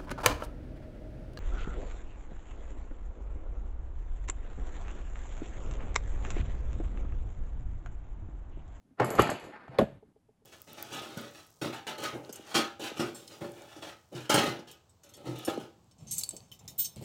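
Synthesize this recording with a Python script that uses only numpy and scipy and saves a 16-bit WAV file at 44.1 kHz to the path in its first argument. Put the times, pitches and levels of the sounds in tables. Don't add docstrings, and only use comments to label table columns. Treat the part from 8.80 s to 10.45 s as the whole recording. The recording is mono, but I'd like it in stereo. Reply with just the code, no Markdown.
import sys
import numpy as np
from scipy import signal
from scipy.fft import rfft, irfft
from scipy.io import wavfile
from scipy.ndimage import map_coordinates

SR = 44100
rng = np.random.default_rng(int(sys.argv[2]) if len(sys.argv) > 2 else 0)


def transcribe(signal):
    frames = np.atleast_2d(signal).T
    limited = np.clip(frames, -1, 1)
    pcm = np.round(limited * 32767).astype(np.int16)
    wavfile.write(sys.argv[1], SR, pcm)


N = 72765
LOWEST_HZ, TOP_HZ = 30, 12100
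BANDS = np.geomspace(340, 12300, 40) - 300
BLOW_S = .01

# (frequency [Hz], likeness [1 = the same])
BLOW_ALIKE = [(300, 1), (1200, .92), (2200, 0.067), (10000, 0.11)]
# (frequency [Hz], likeness [1 = the same])
RING_ALIKE = [(280, 0.98), (550, 0.38), (1100, -0.11), (2500, -0.045), (8000, 0.17)]


def amp(db):
    return 10 ** (np.asarray(db) / 20)


def along(points, hz):
    freqs, values = np.transpose(points)
    return np.interp(np.log(hz + 1), np.log(freqs + 1), values)


def spread(alike, hz):
    return np.arccos(np.clip(along(alike, hz), -1, 1)) / 2


def add(out, start_s, sound, pan_db=0):
    i = max(round(start_s * SR), 0)
    out[:, i:i + sound.shape[-1]] += sound[..., :N - i] * amp(np.array([[pan_db], [-pan_db]]) / 2)


def noise_bands():
    size, ripple_db, ripple_step_hz = 65536, 3.6, 38
    hz = np.fft.rfftfreq(size, 1 / SR)
    shapes = np.sqrt([np.interp(hz, BANDS, row) for row in np.eye(len(BANDS))])
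    shapes *= (hz > LOWEST_HZ) & (hz < TOP_HZ)
    bumps = map_coordinates(rng.standard_normal(SR // ripple_step_hz), [hz / ripple_step_hz])
    ripple = amp(ripple_db * bumps * np.minimum(hz / 1500, 1))
    white = rfft(rng.standard_normal((2, 1, size)))
    return irfft((white * shapes * ripple).astype(np.complex64))


def burst(bank, envelope, colour, alike, focus_hz=None):
    focus_db, focus_octaves = 8, 0.67
    start = rng.integers(bank.shape[-1] - SR)
    bands = bank[..., start:start + envelope.shape[-1]] * envelope.astype(np.float32)
    db = along(colour, BANDS)
    if focus_hz:
        db = db + focus_db * np.exp(-(np.log2(BANDS / focus_hz) / focus_octaves) ** 2)
    gain = amp(db) * np.sqrt(np.gradient(BANDS))
    angle = spread(alike, BANDS)
    energy = np.sum(bands ** 2, axis=-1) + 1e-20
    weight = gain / np.linalg.norm(gain) * np.array([np.cos(angle), np.sin(angle)]) / np.sqrt(energy)
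    mid, side = np.einsum('cb,cbt->ct', weight.astype(np.float32), bands) * np.sqrt(BLOW_S * SR)
    return np.array([mid + side, mid - side])


def dying(fades, attack_s):
    fade_s = np.clip(along(fades, BANDS), .003, 1)[:, None]
    t = np.arange(int(fade_s.max() * SR)) / SR
    return amp(-60 * np.minimum(t / fade_s, 2)) * (1 - np.exp(-t / attack_s))


def ringing(tones, attack_s, scatter_db=0):
    t = np.arange(SR // 2) / SR
    out = np.zeros((2, len(t)))
    for hz, db, fade_s in tones:
        apart = spread(RING_ALIKE, hz) * rng.choice([-1, 1])
        envelope = amp(db + scatter_db * rng.normal() - 60 * t / fade_s)
        out += envelope * np.sin(2 * np.pi * hz * t + np.array([[apart], [-apart]]))
    return out * (1 - np.exp(-t / attack_s))


def knock(hz, swell_s):
    peak_db = 4
    t = np.arange(SR // 16) / SR
    age = t / swell_s
    return amp(peak_db) * age ** 2 * np.exp(2 * (1 - age)) * np.sin(2 * np.pi * hz * t)


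def rub(bank, length_s, colour, hz):
    slip_db, slips_per_s = 1.5, 260
    t = np.arange(int(length_s * SR)) / SR
    slips = map_coordinates(rng.standard_normal(SR // 100), [t * slips_per_s], mode='wrap')
    stroke = np.sqrt(np.abs(np.sin(np.pi * t / length_s))) * amp(slip_db * slips)
    return np.sqrt(length_s / BLOW_S) * burst(bank, stroke, colour, RING_ALIKE, hz)


def room_air():
    # (frequency [Hz], level [dB])
    air_colour = [(25, -6.5), (60, -1.5), (130, 2), (260, -1.5), (400, -14.5), (800, -12.5), (1200, -19.5),
                  (2000, -24), (5000, -30), (12000, -31.5)]
    level_db = -70.5
    hz = np.fft.rfftfreq(N, 1 / SR)
    angle = spread(RING_ALIKE, hz)
    hush = rfft(rng.standard_normal((2, N))) * amp(along(air_colour, hz))
    mid, side = irfft(hush * [np.cos(angle), np.sin(angle)], N)
    pair = np.array([mid + side, mid - side])
    return amp(level_db) * pair / pair.std()


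def hand_grip(bank):
    # (start [s], length [s], level [dB], pitch [Hz])
    hand_moves = [(0.039, 0.13, -71, 250), (0.266, 0.18, -52, 135), (0.47, 0.092, -55.5, 132.8),
                  (0.618, 0.085, -59.5, 110), (0.906, .07, -57, 126), (1.07, 0.13, -57, 137),
                  (1.219, 0.113, -68.5, 267)]
    # (frequency [Hz], level [dB])
    grip_colour = [(40, -2.5), (130, -1), (280, -3.5), (600, -16), (1500, -18.5), (5000, -44.5),
                   (12000, -44)]
    out = np.zeros((2, N))
    for s, length_s, db, hz in hand_moves:
        add(out, s, amp(db) * rub(bank, length_s, grip_colour, hz))
    return out


def rocking():
    # (time [s], level [dB])
    touches = [(1.2258, -46.5), (1.3597, -53.5), (1.4881, -53.5), (1.618, -59.5)]
    # (pitch [Hz], level [dB], fade time [s])
    loose_tones = [(432, 6.5, 0.053), (628, 2.5, 0.027), (820, -1, 0.033)]
    out = np.zeros((2, N))
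    for s, db in touches:
        add(out, s, amp(db) * ringing(loose_tones, attack_s=0.0037))
    return out


def sliding_parts(bank):
    # (start [s], length [s], level [dB], pitch [Hz], left over right [dB])
    strokes = [(0.242, 0.15, -39, 477, -1.5), (0.60, 0.12, -50.5, 436, 3.5), (0.716, 0.069, -51, 1700, 3),
               (0.76, 0.13, -56, 1370, 3), (0.907, 0.09, -51, 680, 1.5)]
    # (frequency [Hz], level [dB])
    scrape_colour = [(60, -16), (200, 7.5), (850, 4.5), (2200, -0.5), (2800, -11), (4800, -16), (5800, -31),
                     (8000, -36), (12000, -38.5)]
    # (time of the strike [s], level [dB])
    run_ups = [(0.202, -36.5), (0.389, -28.5), (0.9888, -45.5)]
    out = np.zeros((2, N))
    for s, length_s, db, hz, pan_db in strokes:
        add(out, s, amp(db) * rub(bank, length_s, scrape_colour, hz), pan_db)
    squeal = ringing([(846, 0, 0.12)], attack_s=0.009)
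    add(out, .728, amp(-37) * squeal, pan_db=11)
    rise_db_per_s, fall_db_per_s = 1503, 4999
    t = np.arange(-SR // 32, SR // 64) / SR
    swell = amp(np.minimum(rise_db_per_s * t, -fall_db_per_s * t))
    for s, db in run_ups:
        add(out, s + t[0], amp(db) * burst(bank, swell, scrape_colour, BLOW_ALIKE))
    return out


def lever_ticks(bank):
    # (time [s], level [dB], pitch [Hz], ring compared with the snap [dB])
    snaps = [(0.1995, -53, 4300, -16), (0.2455, -45, 10700, -1.5), (0.3040, -43.5, 8500, -4),
             (0.3517, -50.5, 7100, 1), (0.353, -51.5, 11900, -9), (0.3955, -43.5, 11000, 0.5),
             (0.4192, -40.5, 6890, -10.5), (0.421, -42.5, 11770, -13), (0.474, -56, 7000, -28),
             (0.5013, -42.5, 7430, -6), (0.5085, -48.5, 6900, -6), (0.5976, -63, 8400, 1.5),
             (0.64, -69, 7500, 7)]
    # (frequency [Hz], level [dB])
    tick_colour = [(1000, -17), (3000, -8), (4800, 2), (5600, -10.5), (7000, 5.5), (8400, -0.5),
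                   (9400, -30), (10600, 6.5), (12000, -2.5)]
    # (pitch [Hz], level [dB], fade time [s])
    lever_tones = [(3990, -2, 0.4), (4400, -4, 0.28), (5020, -6, .3), (5970, -0.5, 0.3), (6890, 5.5, 0.33),
                   (7150, 2, 0.35), (7600, -3, 0.2), (8600, -8, .2), (10800, -1, 0.33), (11850, 2, 0.22)]
    ping_db, tones_db = 1.5, -14
    snap_fade_s, ring_fade_s = .011, 0.24
    snap = dying([(1, snap_fade_s)], attack_s=.0007)
    tail = dying([(1, ring_fade_s)], attack_s=0.0028)
    out = np.zeros((2, N))
    for s, db, hz, ring_db in snaps:
        add(out, s, amp(db + ping_db) * knock(hz, swell_s=.0008))
        add(out, s, amp(db) * burst(bank, snap, tick_colour, BLOW_ALIKE, hz))
        add(out, s, amp(db + ring_db) * burst(bank, tail, tick_colour, RING_ALIKE, hz))
        add(out, s, amp(db + ring_db + tones_db) * ringing(lever_tones, attack_s=.001, scatter_db=5))
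    return out


def case_thumps():
    # (time [s], level [dB], pitch [Hz], fade time [s])
    recoils = [(0.109, -45, 253.4, 0.056), (0.207, -27.5, 125.9, 0.32), (0.398, -13.5, 122, 0.052),
               (0.3975, -18, 200, 0.044), (0.406, -23.5, 68, 0.08), (0.891, -34, 135, .09),
               (1.012, -36, 61, 0.18)]
    out = np.zeros((2, N))
    for s, db, hz, fade_s in recoils:
        add(out, s, amp(db) * ringing([(hz, 0, fade_s)], attack_s=0.0036))
    return out


def bolt_clunk(bank):
    # (time [s], level [dB], pitch [Hz], swell [s], added level of the crunch [dB])
    bounces = [(0.9866, -27, 1106, 0.0045, -1.5), (0.9868, -29.5, 1960, .0012, -3.5),
               (0.9875, -16.5, 485, 0.0018, -14), (0.9915, -13.5, 506, 0.0011, -12.5),
               (0.9965, -25.5, 316, 0.0021, -5), (1.0005, -21.5, 424, 0.00099, -8),
               (1.0095, -22.5, 439, 0.0014, -6.5), (1.016, -21.5, 657, 0.0021, -22),
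               (1.018, -24, 219, 0.0074, -13.5), (1.028, -34.5, 540, 0.0025, -2.5),
               (1.037, -34, 179, 0.0037, -11)]
    # (frequency [Hz], level [dB])
    clunk_colour = [(40, -23), (120, 8), (220, 0), (450, 3.5), (750, -1.5), (1200, -11.5), (1800, -14),
                    (2500, -16), (3700, -20), (5500, -35), (7500, -29.5), (9500, -42), (11500, -31.5)]
    # (frequency [Hz], fade time [s])
    crunch_fades = [(200, 0.066), (1000, 0.051), (5000, 0.021)]
    # (frequency [Hz], fade time [s])
    ring_fades = [(150, 0.32), (700, 0.32), (3000, 0.42), (10000, 0.246)]
    # (pitch [Hz], level [dB], fade time [s])
    bolt_tones = [(141.4, -9.5, 0.28), (221.7, 1.5, 0.15), (435, 3, 0.1), (562, -11.5, 0.32),
                  (632, -10, 0.25), (770, -9, 0.077), (1455, -16, 0.16), (1686, -18, 0.22),
                  (2756, -34.5, .31)]
    # (time [s], level [dB])
    first_touches = [(0.9858, -38), (0.9911, -45.5)]
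    # (frequency [Hz], level [dB])
    crack_colour = [(300, -24), (2000, -7.5), (3700, 5.5), (4900, -9.5), (5800, -18.5), (7500, -14),
                    (9500, -29), (11500, -11.5)]
    ring_db, tones_db, tones_start_s, crack_fade_s = -24, -19.5, 0.9875, 0.026
    crunch, tail = dying(crunch_fades, attack_s=0.0028), dying(ring_fades, attack_s=0.0048)
    crack = dying([(1, crack_fade_s)], attack_s=0.00017)
    out = np.zeros((2, N))
    for s, db, hz, swell_s, crunch_db in bounces:
        add(out, s, amp(db) * knock(hz, swell_s))
        add(out, s, amp(db + crunch_db) * burst(bank, crunch, clunk_colour, BLOW_ALIKE, hz))
        add(out, s, amp(db + ring_db) * burst(bank, tail, clunk_colour, RING_ALIKE))
    add(out, tones_start_s, amp(tones_db) * ringing(bolt_tones, attack_s=0.0087))
    for s, db in first_touches:
        add(out, s, amp(db) * burst(bank, crack, crack_colour, BLOW_ALIKE), pan_db=2)
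    return out


def case_clacks(bank):
    # (time [s], level [dB], pitch [Hz], swell [s], added level of the crunch [dB],
    # added level of the ring [dB], treble boost of the ring [dB], left over right [dB])
    case_hits = [(0.198, -23, 851, 0.0038, -3, -6.5, -7.5, -3.5),
                 (0.2030, -17.5, 442, 0.0012, -12, -12.5, -8.5, 3),
                 (0.2028, -32, 1410, 0.0013, -7.5, -14.5, -8, 3), (0.2156, -31, 607, 0.0052, -1, -9, -5, 4),
                 (0.2205, -28.5, 800, 0.0013, -6.5, -10.5, -4, -4),
                 (0.2275, -31.5, 1250, 0.0015, -2, -13, -6.5, -6),
                 (0.2294, -35, 358, 0.0083, -9.5, -9.5, -4, -6),
                 (0.241, -30, 1210, .002, -9.5, -12, -5, 7.5),
                 (0.309, -41.5, 600, 0.0035, -16, -1.5, -1, -2),
                 (0.351, -36, 720, 0.0018, -7.5, -2.5, -1, -4),
                 (0.3835, -27.5, 1340, .005, -5.5, -6.5, 3, -1.5),
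                 (0.3874, -29, 320, 0.0022, -1, -9, -1, 1),
                 (0.392, -11.5, 1205, 0.0016, -16.5, -11.5, 1.5, -7.5),
                 (0.3945, -15.5, 420, 0.0027, -10.5, -9, 4, 0.5),
                 (0.3905, -22, 792, 0.0013, -6.5, -15, 0, -3), (0.401, -31.5, 2880, .0015, -1.5, -1, 4, -3),
                 (0.420, -35, 740, .003, -3.5, -12, 1, -0.5),
                 (0.453, -36.5, 520, 0.003, -32, -15.5, -2, -4),
                 (0.471, -34.5, 1455, 0.0022, -1.5, -18.5, 0.5, -0.5),
                 (0.4914, -30, 720, 0.0017, -11, -4, 4, -3), (0.4925, -36, 1900, 0.0022, 0, -2.5, -1, 2),
                 (0.498, -30.5, 400, 0.0022, -3.5, -21.5, -4, -1.5),
                 (0.516, -36.5, 565, 0.0017, 0.5, -3.5, -11, 0),
                 (0.879, -43.5, 740, 0.0018, -10.5, -8.5, -2, 8.5)]
    # (frequency [Hz], level [dB])
    crunch_colour = [(40, -25), (120, -5.5), (400, 5), (800, 0.5), (1300, 0), (2000, -4.5), (3000, -15.5),
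                     (4300, -23), (5600, -25.5), (7500, -30.5), (9400, -44.5), (12000, -36)]
    # (frequency [Hz], fade time [s])
    crunch_fades = [(100, .05), (1000, 0.036), (8000, 0.038)]
    # (frequency [Hz], level [dB])
    ring_colour = [(40, -23.5), (130, 4), (400, 0), (800, -0.5), (1400, -7.5), (2000, -9.5), (2900, -8.5),
                   (3600, -20), (4600, -19), (5600, -40), (7200, -22.5), (9400, -50), (11500, -38)]
    # (frequency [Hz], fade time [s])
    ring_fades = [(60, 0.089), (200, 0.36), (700, 0.51), (2500, .55), (5000, .55), (11000, 0.15)]
    # (frequency [Hz], share of the boost [0 to 1])
    treble_share = [(1000, 0), (3500, 1)]
    # (pitch [Hz], level [dB], fade time [s])
    case_tones = [(324.4, -8, 0.34), (388, -4, .25), (610, -0.5, .4), (683.5, -0.5, .35), (852, -1, 0.39),
                  (1043.4, 4.5, 0.32), (1245, 1.5, 0.1725), (1320, 1, 0.33), (1820, -11.5, .3),
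                  (1898, -7.5, 0.22), (2197, -7.5, .36), (2348, -20.5, 0.32), (2601, -16, .35),
                  (3030, -14, 0.17)]
    tones_db = -11
    crunch, tail = dying(crunch_fades, attack_s=.001), dying(ring_fades, attack_s=0.00053)
    out = np.zeros((2, N))
    for s, db, hz, swell_s, crunch_db, ring_db, treble_db, pan_db in case_hits:
        colour = [(f, level + treble_db * along(treble_share, f)) for f, level in ring_colour]
        add(out, s, amp(db) * knock(hz, swell_s), pan_db)
        add(out, s, amp(db + crunch_db) * burst(bank, crunch, crunch_colour, BLOW_ALIKE, hz), pan_db)
        add(out, s, amp(db + ring_db) * burst(bank, tail, colour, RING_ALIKE))
        add(out, s, amp(db + ring_db + tones_db) * ringing(case_tones, attack_s=.002, scatter_db=5.5))
    return out


def scene():
    bank = noise_bands()
    lock = case_clacks(bank) + lever_ticks(bank) + bolt_clunk(bank) + case_thumps() + sliding_parts(bank)
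    return lock + hand_grip(bank) + rocking() + room_air()


def record(dry):
    return signal.sosfilt(signal.cheby1(14, .1, TOP_HZ, fs=SR, output='sos'), dry)


dry = scene()
out = record(dry)
transcribe(out)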